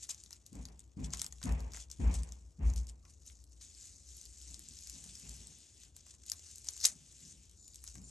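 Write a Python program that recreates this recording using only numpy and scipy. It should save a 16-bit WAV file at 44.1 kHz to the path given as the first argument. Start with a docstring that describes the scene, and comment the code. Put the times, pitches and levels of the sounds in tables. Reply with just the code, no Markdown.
"""Gloved hands smoothing tissue paper

Gloved fingers press and smooth thin tissue paper onto a glued board, close under a two-port microphone.
The paper rustles in fine random grains; creases snap as short bursts of noise; a glove squeaks faintly.
Heavy steps elsewhere in the house set off decaying floor tones, thuds and rattles, over the filtered
noise of a quiet room and a separate low rumble."""
import sys
import numpy as np
from scipy import signal
from scipy.fft import rfft, irfft
from scipy.io import wavfile
from scipy.ndimage import uniform_filter1d

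SR = 44100
rng = np.random.default_rng(int(sys.argv[2]) if len(sys.argv) > 2 else 0)


def volts(x):
    """Linear amplitude factor 10**(x/20) for a level x in dB, scalar or array-like."""
    e = np.asarray(x, float) / 20
    return 10 ** e


def master(y):
    """Save y as 16-bit WAV."""
    cut = np.clip(np.atleast_2d(y).T, -1, 1)
    pcm = np.round(cut * 32767)  # scale
    wavfile.write(sys.argv[1], SR, pcm.astype(np.int16))


N = 357342  # length in samples

# how far the left port runs ahead of the right: pitch_hz, lead_radians
LEFT_LEAD = [(0, 0), (600, 0.0), (950, 1.2), (1290, -0.1), (1640, -0.3), (3010, 1.0), (4910, 0.7),
             (6720, -0.1), (7750, 0.5), (8870, -0.1), (9730, -2.9), (10800, -3.4), (11500, -6.3),
             (13100, -6.3)]
# how much louder the left port is than the right: pitch_hz, difference_db
LEFT_LOUDER = [(60, 3), (150, 2), (360, 3), (880, 1), (2160, 2.5), (5280, 5.5), (8500, 1.5), (12000, -0.5)]


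def rustle():
    """Thousands of fibres slip each second, in clumps, a few of them hard; the glove rubs below."""
    # colour of the rustle, brightest near 7 kHz, dark above 12 kHz: pitch_hz, relative_level_db (per Hz)
    paper_colour = [(1500, -32.5), (2500, -29), (3500, -9.5), (4800, -9), (6300, -0.5), (7200, 0.5),
                    (9000, -9), (9550, -9), (9850, -14.5), (10450, -27), (10800, -5.5), (11500, -20.5),
                    (12000, -38), (12400, -59.5), (13500, -65)]
    # colour of the dull rub of the glove: pitch_hz, relative_level_db (per Hz)
    rub_colour = [(300, -36), (600, -35), (1200, -15), (2200, -5.5), (3500, 9), (5000, -11), (8000, -59.5)]
    # rub relative to the rustle: time_s, level_db
    rub_share = [(0, -11.5), (.5, -8), (2, -8), (3.5, -14), (3.65, -9), (3.9, -13.5), (5.9, -7.5),
                 (6.9, -13.5), (7, -8), (7.3, -11.5), (7.53, -7), (7.62, -21), (7.8, -13), (8.1, -13.5)]
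    press_crisp_db, stroke_crisp_db = 2, -0.52  # spread of slip sizes: pressing crackles, smoothing hisses
    slips_per_s = 5000

    level, stroking = fingers()
    crisp_db = press_crisp_db + (stroke_crisp_db - press_crisp_db) * stroking
    crisp_db = np.clip(crisp_db, 0, 8)  # at 0 dB all slips have one size before their random draw below
    clumps = evened(uniform_filter1d(uniform_filter1d(rng.standard_normal(N), 200), 200))
    size = volts(crisp_db * (np.minimum(rng.exponential(1, N), 5.5) + 1.8 * clumps))
    happens = rng.random(N) < slips_per_s / SR
    slips = size * happens * rng.standard_normal((2, N))
    slips *= level / np.sqrt(uniform_filter1d((slips ** 2).mean(0), 3000))  # follow the fingers
    slips += volts(-5.5) * room(slips)

    paper = unit_colour(slips + volts(-5.0) * ticks(level), paper_colour)
    rub_db = np.interp(np.arange(N) / SR, *np.transpose(rub_share))
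    rub = volts(rub_db) * unit_colour(slips, rub_colour)
    return ports(patchy(paper + rub))  # the colour wanders at random


def fingers():
    """How hard the paper is worked at each moment, and the share of that power due to strokes."""
    # short presses and tugs, times over the last 20 dB: peak_s, level_db, rise_s, fall_s
    presses = [(.042, -46.5, 0.062, 0.031), (0.107, -39, 0.019, 0.028), (.18, -60.5, 0.19, 0.29),
               (0.34, -57.5, 0.049, 0.051), (.469, -67.5, 0.037, 0.072), (.6, -63.5, 0.15, .2),
               (.804, -65, 0.022, 0.053), (1.062, -50, 0.07, 0.024), (1.133, -43.5, 0.018, 0.048),
               (1.207, -50, 0.077, 0.091), (1.34, -66, .08, 0.43), (1.437, -57, 0.068, 0.25),
               (1.632, -61.5, 0.066, 0.019), (1.668, -82, .05, .12), (1.746, -49.5, 0.022, 0.068),
               (1.816, -50.5, 0.13, 0.041), (1.925, -58, 0.03, 0.15), (2.021, -58, 0.046, 0.14),
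               (2.147, -48, .05, 0.086), (2.303, -67.5, 0.46, 0.39), (2.68, -53, 0.048, 0.072),
               (2.776, -52, 0.025, 0.078), (2.889, -54, 0.023, 0.031), (3.107, -62, 0.097, 0.097),
               (3.219, -62, 0.027, 0.051), (3.276, -56, 0.045, 0.12), (3.396, -69, .15, 0.077),
               (3.52, -68, 0.063, 0.18), (5.968, -61, 0.032, 0.14), (6.096, -55.5, 0.073, 0.087),
               (6.31, -53, 0.14, 0.15), (6.854, -31.5, 0.043, 0.055), (7.884, -55, 0.1, 0.22)]
    # two long strokes that smooth the paper down, one list each: time_s, rustle_level_db
    strokes = [
        [(3.57, -84), (3.62, -54.5), (3.686, -62.5), (3.835, -56), (4.047, -64.5), (4.113, -57), (4.374, -60.5),
         (4.496, -53.5), (4.582, -60), (4.927, -54.5), (5.3, -55.5), (5.781, -65), (5.833, -59.5), (5.923, -76)],
        [(6.33, -80), (6.378, -65.5), (6.465, -55), (6.621, -61.5), (6.659, -55.5), (6.793, -53.5),
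         (6.948, -63.5), (7.056, -63), (7.295, -56.5), (7.363, -64.5), (7.445, -65), (7.485, -71),
         (7.695, -64.5), (7.752, -64), (8.0, -73), (8.1, -57)],
    ]
    hiss_floor_db = -78.5  # a faint steady hiss under the rustle

    t = np.arange(N) / SR
    pressing = volts(hiss_floor_db) ** 2
    for peak_s, db, rise_s, fall_s in presses:
        distance = np.maximum((peak_s - t) / abs(rise_s), (t - peak_s) / abs(fall_s))
        pressing = pressing + volts(2 * (db - 20 * distance))  # doubled dB gives power
    smoothing = 0
    for rows in strokes:
        smoothing = smoothing + volts(2 * np.interp(t, *np.transpose(rows), left=-200, right=-200))
    return np.sqrt(pressing + smoothing), smoothing / (pressing + smoothing)


def ticks(level):
    """Small creases pop at random, louder as the fingers work harder, each a few cycles at one of 12 pitches."""
    out, t = np.zeros(N), np.arange(100) / SR
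    for hz in np.geomspace(3000, 11500, 12):
        happens = rng.random(N) < 14 / SR  # about 14 a second at each pitch
        size = volts(2.2 * np.minimum(rng.exponential(1, N), 4)) * happens
        pop = np.sin(2 * np.pi * hz * t) * hz * t * np.exp(-hz * t / 1.64)
        out += signal.oaconvolve(size * level, pop)[:N]
    return out


def snaps():
    """Each crease cracks in about a millisecond, leaning to its own pitch, and knocks the board."""
    # creases that crack at known moments, loud ones and faint lone ticks:
    # peak_s, level_db, pitch_hz, knock_db (into the board, relative)
    placed_creases = [(0.0397, -32, 7500, -32), (0.0917, -32.5, 6600, -15), (0.095, -27.5, 7150, -34),
                      (0.108, -28.5, 6450, -28), (.111, -29, 7200, -38), (.146, -37.5, 6330, -35),
                      (0.2376, -37.5, 6240, -33), (0.2614, -41, 5100, -26), (0.3077, -37, 6600, -19.5),
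                      (0.3291, -34.5, 5400, -26), (0.4642, -39.5, 6550, -35), (0.5304, -45.5, 6860, -35),
                      (.5538, -44, 6600, -25), (0.654, -33, 5850, -25), (0.6862, -46, 4900, -17),
                      (0.7936, -39, 7400, -30), (.804, -41.5, 6900, -34), (1.0013, -52, 6430, -30),
                      (1.0313, -54, 6450, -30), (1.1051, -41, 6500, -23), (1.136, -21, 6100, -19),
                      (1.172, -33, 7100, -29), (1.1951, -28.5, 6660, -28), (1.1993, -36, 5910, -37),
                      (1.21, -36, 6550, -22), (1.2171, -19, 7500, -26.5), (1.2446, -29.5, 6750, -19),
                      (1.2646, -28, 6550, -31), (1.325, -33, 6740, -24.5), (1.416, -45, 6600, -3.5),
                      (1.429, -34, 6000, -16), (1.438, -31, 7800, -19), (1.4561, -31.5, 6800, -33),
                      (1.4926, -39, 6800, -4), (1.5227, -38.5, 6600, -14), (1.605, -41.5, 6700, -17),
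                      (1.7205, -40.5, 4200, -22), (1.7352, -36, 6270, -15), (1.7465, -38.5, 7320, -10),
                      (1.7714, -36.5, 6300, -11), (1.9013, -39, 6500, -19), (1.9147, -32.5, 6700, -55),
                      (2.078, -45, 6540, -32), (2.101, -50, 6800, -33), (2.118, -48, 6000, -23),
                      (2.142, -32, 7760, -26), (2.2338, -33, 8150, -26), (2.29, -43, 6540, -20),
                      (2.322, -35, 6600, -25), (2.737, -40, 7100, -21), (2.7613, -36, 6950, -28),
                      (2.8698, -41.5, 6700, -42), (3.052, -49.5, 5640, -8), (3.264, -42.5, 6700, -30),
                      (3.39, -52, 6000, -22), (3.4402, -45.5, 7300, -40), (3.522, -53, 5770, -37),
                      (3.6121, -41, 6050, -18), (4.1067, -53, 6800, -34), (4.214, -36.5, 7000, -34),
                      (4.2543, -38, 6840, -34), (4.5437, -35.5, 5250, -28), (4.5936, -37.5, 7750, -26),
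                      (4.687, -33.5, 7160, -59), (4.7888, -36.5, 6440, -34), (4.8723, -34.5, 6440, -37.5),
                      (4.8976, -32.5, 6700, -35), (5.0407, -36.5, 7590, -26), (5.154, -35.5, 5900, -31),
                      (5.1982, -44.5, 8800, -27), (5.294, -31.5, 7460, -37), (5.4712, -34.5, 7500, -40),
                      (5.8348, -43, 6300, -19), (5.9655, -38.5, 7800, -24), (6.0658, -45.5, 7060, -14),
                      (6.1406, -44.5, 6500, -18), (6.264, -38.5, 8200, -49), (6.299, -24, 7840, -52),
                      (6.3181, -19.5, 6700, -27), (6.3943, -39.5, 5260, -29), (6.4684, -49, 6860, -24),
                      (6.513, -40, 8600, -39), (6.5577, -36, 7040, -36), (6.5825, -36.5, 7300, -38),
                      (6.6458, -38.5, 7100, -25), (6.67, -36.5, 6260, -21.5), (6.6872, -19, 6400, -34),
                      (6.766, -36, 7210, -25), (6.777, -35, 5950, -28), (6.8032, -31, 5700, -33),
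                      (6.8126, -33, 5760, -25), (6.83, -32, 5480, -28), (6.835, -33, 5500, -30),
                      (6.839, -25, 5440, -27), (6.8445, -20.5, 6020, -19), (6.852, -10, 5460, -38),
                      (6.8554, -6.5, 8440, -30), (6.8697, -30, 6890, -34), (6.875, -29, 6800, -29),
                      (7.496, -50, 6730, -30), (7.513, -47, 7100, -32), (7.6462, -53, 6740, -42),
                      (7.6798, -40.5, 7700, -33), (7.745, -41, 7060, -41), (7.7576, -37.5, 7500, -47),
                      (7.8401, -33, 9500, -24), (7.877, -32.5, 6750, -27), (7.9543, -38, 7900, -15.5),
                      (7.982, -44.5, 6490, -17), (8.0171, -47, 7420, -27)]
    # colour of a crack: pitch_hz, relative_level_db (per Hz)
    crack_colour = [(1300, -41.5), (3000, -16.5), (4000, -12), (5000, -8), (8000, -6), (10100, -8.5),
                    (11200, -1.5), (12600, -19.5), (13800, -35)]
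    lean_width_hz = 1500

    rows = placed_creases + lesser()
    out, t = np.zeros(N), np.arange(-90, 500) / SR
    crack_noise, knock_noise = rng.standard_normal((len(rows), 2, len(t))).transpose(1, 0, 2)
    rise = np.exp(t / 0.00046)
    decay = np.exp(-abs(t) / 0.0006) + 0.17 * np.exp(-abs(t) / 0.0013)
    shape = np.where(t < 0, rise, decay)  # a burst that swells for half a millisecond, then dies
    cracks = colour(crack_noise * shape, crack_colour)
    knock_shape = np.exp(-abs(t) / np.where(t < 0, .001, .004))
    knock_band = signal.butter(2, [600, 2600], "band", fs=SR, output="sos")
    knocks = signal.sosfilt(knock_band, knock_noise * knock_shape)
    r = np.exp(-np.pi * lean_width_hz / SR)
    for (s, db, hz, knock_db), crack, knock in zip(rows, cracks, knocks):
        leaning = signal.lfilter([1], [1, -2 * r * np.cos(2 * np.pi * hz / SR), r * r], crack)
        crack = evened(crack) + 2.97 * evened(leaning)
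        knock = volts(knock_db) * knock / abs(knock).max()
        add(out, s + t[0], volts(db) * (crack / abs(crack).max() + knock))

    hz = np.fft.rfftfreq(N, 1 / SR)
    half = volts(read(LEFT_LOUDER, hz) / 2)
    to_ports = np.array([half * np.exp(1j * read(LEFT_LEAD, hz)), 1 / half])
    pair = irfft(rfft(out) * to_ports, N)
    return pair + volts(-7.0) * room(pair)


def lesser(count=150):
    """Further creases crack at random moments, as strong as the paper is worked: rows as in snaps()."""
    over_db, stroke_db, spread_db = 7.5, 3.5, 2  # over the rustle; further lift under a stroke; spread
    usual_hz, spread_hz = 6700, 1840
    usual_knock_db, knock_spread_db = -36, 4

    when, size = rng.random((count, 2)).T
    pitch, knock = rng.standard_normal((count, 2)).T
    at = (when * (N - 600)).astype(int) + 100
    level, stroking = fingers()
    db = 20 * np.log10(level[at]) + over_db + stroke_db * stroking[at]
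    db = db - spread_db * np.log(1 - .95 * size)  # a few are much louder
    return list(zip(at / SR, db, usual_hz + spread_hz * pitch, usual_knock_db + knock_spread_db * knock))


def squeaks():
    """Rubber sticks and slips on the wet paper: a narrow, trembling whistle."""
    # glove squeaks: start_s, end_s, first_pitch_hz, settled_pitch_hz, level_db (before fades and sides)
    whistles = [(3.02, 3.11, 1350, 1040, -80), (7.56, 7.76, 7200, 7030, -62), (8.02, 8.12, 7050, 7200, -61),
                (8.04, 8.1, 8800, 8800, -69)]
    tremble_filter = signal.butter(2, 70, fs=SR, output="sos")  # trembles slower than about 70 Hz

    out = np.zeros(N)
    for s, end, first_hz, last_hz, db in whistles:
        t = np.arange(0, end - s, 1 / SR)
        gliding_hz = last_hz + (first_hz - last_hz) * np.exp(-4 * t / t[-1])
        turns = np.cumsum(gliding_hz) / SR
        tremble = signal.sosfilt(tremble_filter, rng.standard_normal((len(t), 2)) @ [1, 1j])
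        whistle = evened((tremble * np.exp(2j * np.pi * turns)).real)
        add(out, s, volts(db) * whistle * signal.windows.tukey(len(t), .5))
    return out * volts([[1.5], [-1.5]])  # a little louder on the left


def steps():
    """A soft heel sets the joists booming; the boards thud first and loose things rattle after."""
    # steps, levels relative: start_s, boom_db, floorboard_thud_db, rattle_db, thud_pitch_hz
    footfalls = [(0.516, -38, -47.5, -55.5, 311), (0.963, -33.5, -41, -51.5, 298),
                 (1.436, -22.5, -38.5, -41.5, 272), (1.986, -17.5, -37, -42, 249),
                 (2.584, -18, -42.5, -48, 167), (4.45, -73, -65.5, -68.5, 360),
                 (4.572, -69, -68.5, -97, 364), (4.68, -79, -67.5, -90, 280), (4.915, -77, -60.5, -66, 298),
                 (5.03, -62, -61, -74, 200), (5.22, -41.5, -56, -62, 218), (5.379, -65, -62.5, -70, 170),
                 (6.9, -71, -62.5, -75, 171), (7.2, -86, -59, -82, 230), (7.939, -53, -52, -65, 207)]
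    # what the floor booms with; close neighbours make it swell and beat: pitch_hz, level_db, t60_s
    joist_tones = [(51.17, 3, 0.49), (59.3, 4.5, 0.64), (66.6, -9, 0.65), (43, -18, 0.22),
                   (79.5, -3.5, 0.53), (57, -17, 0.083)]
    # what the floorboards ring with: pitch_hz, level_db, t60_s
    board_tones = [(139, -6.5, 0.47), (156.05, 0, 0.5), (190, -2, 0.54), (254.5, -6, 0.54)]
    # colour of the thud: pitch_hz, relative_level_db (per Hz)
    thud_colour = [(56, -23.5), (95, 1.5), (108, -11.5), (141, -0.5), (194, -8), (344, -17), (420, -18),
                   (550, -37.5), (920, -120)]
    # colour of the rattle: pitch_hz, relative_level_db (per Hz)
    rattle_colour = [(250, -39), (420, -6.5), (648, -9), (954, -9.5), (1380, -20), (2440, -16.5),
                     (3800, -36), (4940, -46), (8360, -120)]
    sink_share, sink_s = 0.59, 0.13  # the thud's pitch sinks towards this share as the weight settles
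    ring_db, ring_width_hz = 1.5, 81  # each spot of floor favours its own pitch
    waver_db = 1  # the level of thuds and rattles wavers at random

    boom, thud, rattle, ring = np.zeros(N), np.zeros(N), np.zeros(N), np.zeros((2, N))
    t = np.arange(SR) / SR
    joists, boards = np.zeros(SR), np.zeros(SR)
    for hz, db, t60 in joist_tones:  # all in step 90 ms after the heel lands
        joists += volts(db - 60 * t / t60) * np.cos(2 * np.pi * hz * (t - .09))
    joists *= (1 - np.exp(-t / 0.067)) ** 2  # the weight comes down slowly
    for hz, db, t60 in board_tones:
        boards += volts(db - 60 * t / t60) * np.sin(2 * np.pi * hz * t)
    boards *= 1 - np.exp(-t / 0.054)

    thud_noise, rattle_noise = rng.standard_normal((2, 2, N))
    body = evened(colour(thud_noise, thud_colour))
    r = np.exp(-np.pi * ring_width_hz / SR)
    for s, boom_db, thud_db, rattle_db, thud_hz in footfalls:
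        # shift the noise down by the sinking pitch, keep a narrow band, shift it back up
        here = thud_noise[:, round(s * SR):][:, :SR]
        sinking_hz = thud_hz * (sink_share + (1 - sink_share) * np.exp(-t / sink_s))
        turn = np.exp(2j * np.pi * np.cumsum(sinking_hz) / SR)[:here.shape[1]]
        here = (turn * signal.lfilter([1], [1, -2 * r, r * r], here / turn)).real
        fade = volts(thud_db + ring_db - 60 * t / 0.5) * (1 - np.exp(-t / 0.028))
        add(ring, s, evened(here) * fade[:here.shape[1]])
        add(boom, s, volts(boom_db) * joists + volts(thud_db + 2.5) * boards)
        add(thud, s, volts(thud_db - 60 * t / 0.74) * (1 - np.exp(-t / 0.015)))
        add(rattle, s, volts(rattle_db - 60 * t / 0.69) * (1 - np.exp(-t / 0.036)) ** 2)

    wander = evened(uniform_filter1d(uniform_filter1d(rng.standard_normal(N), 500), 500))
    waver = evened(volts(waver_db * wander))
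    booming = boom * volts([[.7], [-.7]])
    thudding = ports(waver * (thud * body + ring))
    rattling = patchy(waver * rattle * evened(colour(rattle_noise, rattle_colour)))  # from all around
    return booming + thudding + rattling


def hush():
    """The air of the room, and a separate low rumble around 61 Hz that comes and goes."""
    # colour of the air: pitch_hz, relative_level_db
    air_colour = [(22, -57), (50, -10), (80, 4), (115, -8.5), (170, -13), (330, -16.5), (500, -24),
                  (1500, -36.5), (2600, -53)]
    # the low rumble comes and goes: time_s, level_db
    rumble_level = [(0, -65), (.5, -66.5), (1, -58), (2, -55), (2.9, -64), (3.1, -60.5), (3.6, -60.5),
                    (3.9, -62), (4.9, -58.5), (5.5, -70), (6, -66.5), (6.5, -70), (7, -71), (7.5, -66),
                    (7.7, -60.5), (8.1, -61)]

    hz = np.fft.rfftfreq(N, 1 / SR)
    air_noise, rumble_noise = rfft(rng.standard_normal((2, 2, N)))
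    air = volts(-67) * evened(irfft(air_noise * volts(read(air_colour, hz)), N))
    rumble = evened(irfft(rumble_noise / (1 + ((hz - 61) / 6) ** 2), N))  # a narrow band of noise
    rumble_db = np.interp(np.arange(N) / SR, *np.transpose(rumble_level))
    return ports(air + volts(rumble_db) * rumble)


def room(x):
    """Sparse reflections of random sign, each band dying at its own speed, other ones per channel."""
    # how fast the reflections die: pitch_hz, t60_s
    dying = [(500, 0.3), (2000, 0.13), (6000, 0.042), (12000, 0.1)]
    taps = rng.choice([-1., 1.], (2, SR // 2)) * (rng.random((2, SR // 2)) < .06)
    taps[:, :90] = 0  # the first wall is a few ms away
    hz, t, z = signal.stft(taps, SR, nperseg=128)
    tail = signal.istft(z * volts(-60 * t / read(dying, hz)[:, None]), SR, nperseg=128)[1]
    return signal.fftconvolve(x, tail / np.linalg.norm(tail[0]), axes=1)[:, :N]


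def ports(x):
    """Two unrelated versions of a sound become left and right: partly alike, shifted in phase and level."""
    # left-right likeness: pitch_hz, likeness (0 to 1)
    likeness = [(60, 1), (130, 0.83), (280, 0.8), (600, 0.61), (1300, 0.43), (2800, 0.9), (6000, 0.93),
                (12900, 0.8)]
    hz = np.fft.rfftfreq(N, 1 / SR)
    a, b = rfft(x)
    same = np.clip(read(likeness, hz), 0, 1)
    half = volts(read(LEFT_LOUDER, hz) / 2)
    left = a * np.exp(1j * read(LEFT_LEAD, hz)) * half
    right = (same * a + np.sqrt(1 - same ** 2) * b) / half
    return irfft(np.array([left, right]), N)


def patchy(x):
    """Patches of pitch and time swell and sink at random."""
    patch_db = 1.5  # typical swing, before the overall level is evened
    z = signal.stft(x, nperseg=256)[2]
    field = rng.standard_normal(z.shape[1:])
    field = evened(uniform_filter1d(uniform_filter1d(field, size=7, axis=0), size=12, axis=1))
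    return signal.istft(z * evened(volts(patch_db * field)), nperseg=256)[1][:, :N]


def colour(x, points):
    """Causal (minimum-phase) filter with the given spectrum, no deeper than -100 dB."""
    db = np.maximum(read(points, np.fft.rfftfreq(8192, 1 / SR)), -100)
    fold = irfft(np.log(volts(db)))
    fold[1:4096] *= 2  # folding the cepstrum forward puts the energy as early as possible
    fold[4097:] = 0
    taps = irfft(np.exp(rfft(fold)))[:4096]
    taps = taps.reshape((1,) * (x.ndim - 1) + (-1,))
    return signal.oaconvolve(x, taps, axes=-1)[..., :x.shape[-1]]


def unit_colour(x, points):
    """Colour that keeps the level of white noise."""
    gain = volts(read(points, np.linspace(0, SR / 2, 2000)))
    return colour(x, points) / np.sqrt(np.mean(gain ** 2))


def read(points, hz):
    """Reads a table along a log-frequency axis."""
    f, value = np.transpose(points)
    return np.interp(np.log(hz + 1), np.log(f + 1), value)


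def evened(x):
    """Scales a signal to an rms of 1."""
    return x / np.sqrt(np.mean(x ** 2) + 1e-20)


def add(mix, s, sound):
    """Mixes a sound in at s seconds, cut off at the end of the mix."""
    part = mix[..., round(s * SR):][..., :sound.shape[-1]]
    part += sound[..., :part.shape[-1]]


def scene():
    """Paper and glove close by, steps through the floor, and the quiet room with its rumble."""
    return rustle() + snaps() + squeaks() + steps() + hush()


def band_limit(x):
    """A steep low-pass at the top of the band."""
    return signal.sosfilt(signal.butter(12, 13540, fs=SR, output="sos"), x)


def record(dry):
    """Turns the finished mix into the sound that is written out."""
    return band_limit(dry)


dry = scene()
out = record(dry)
master(out)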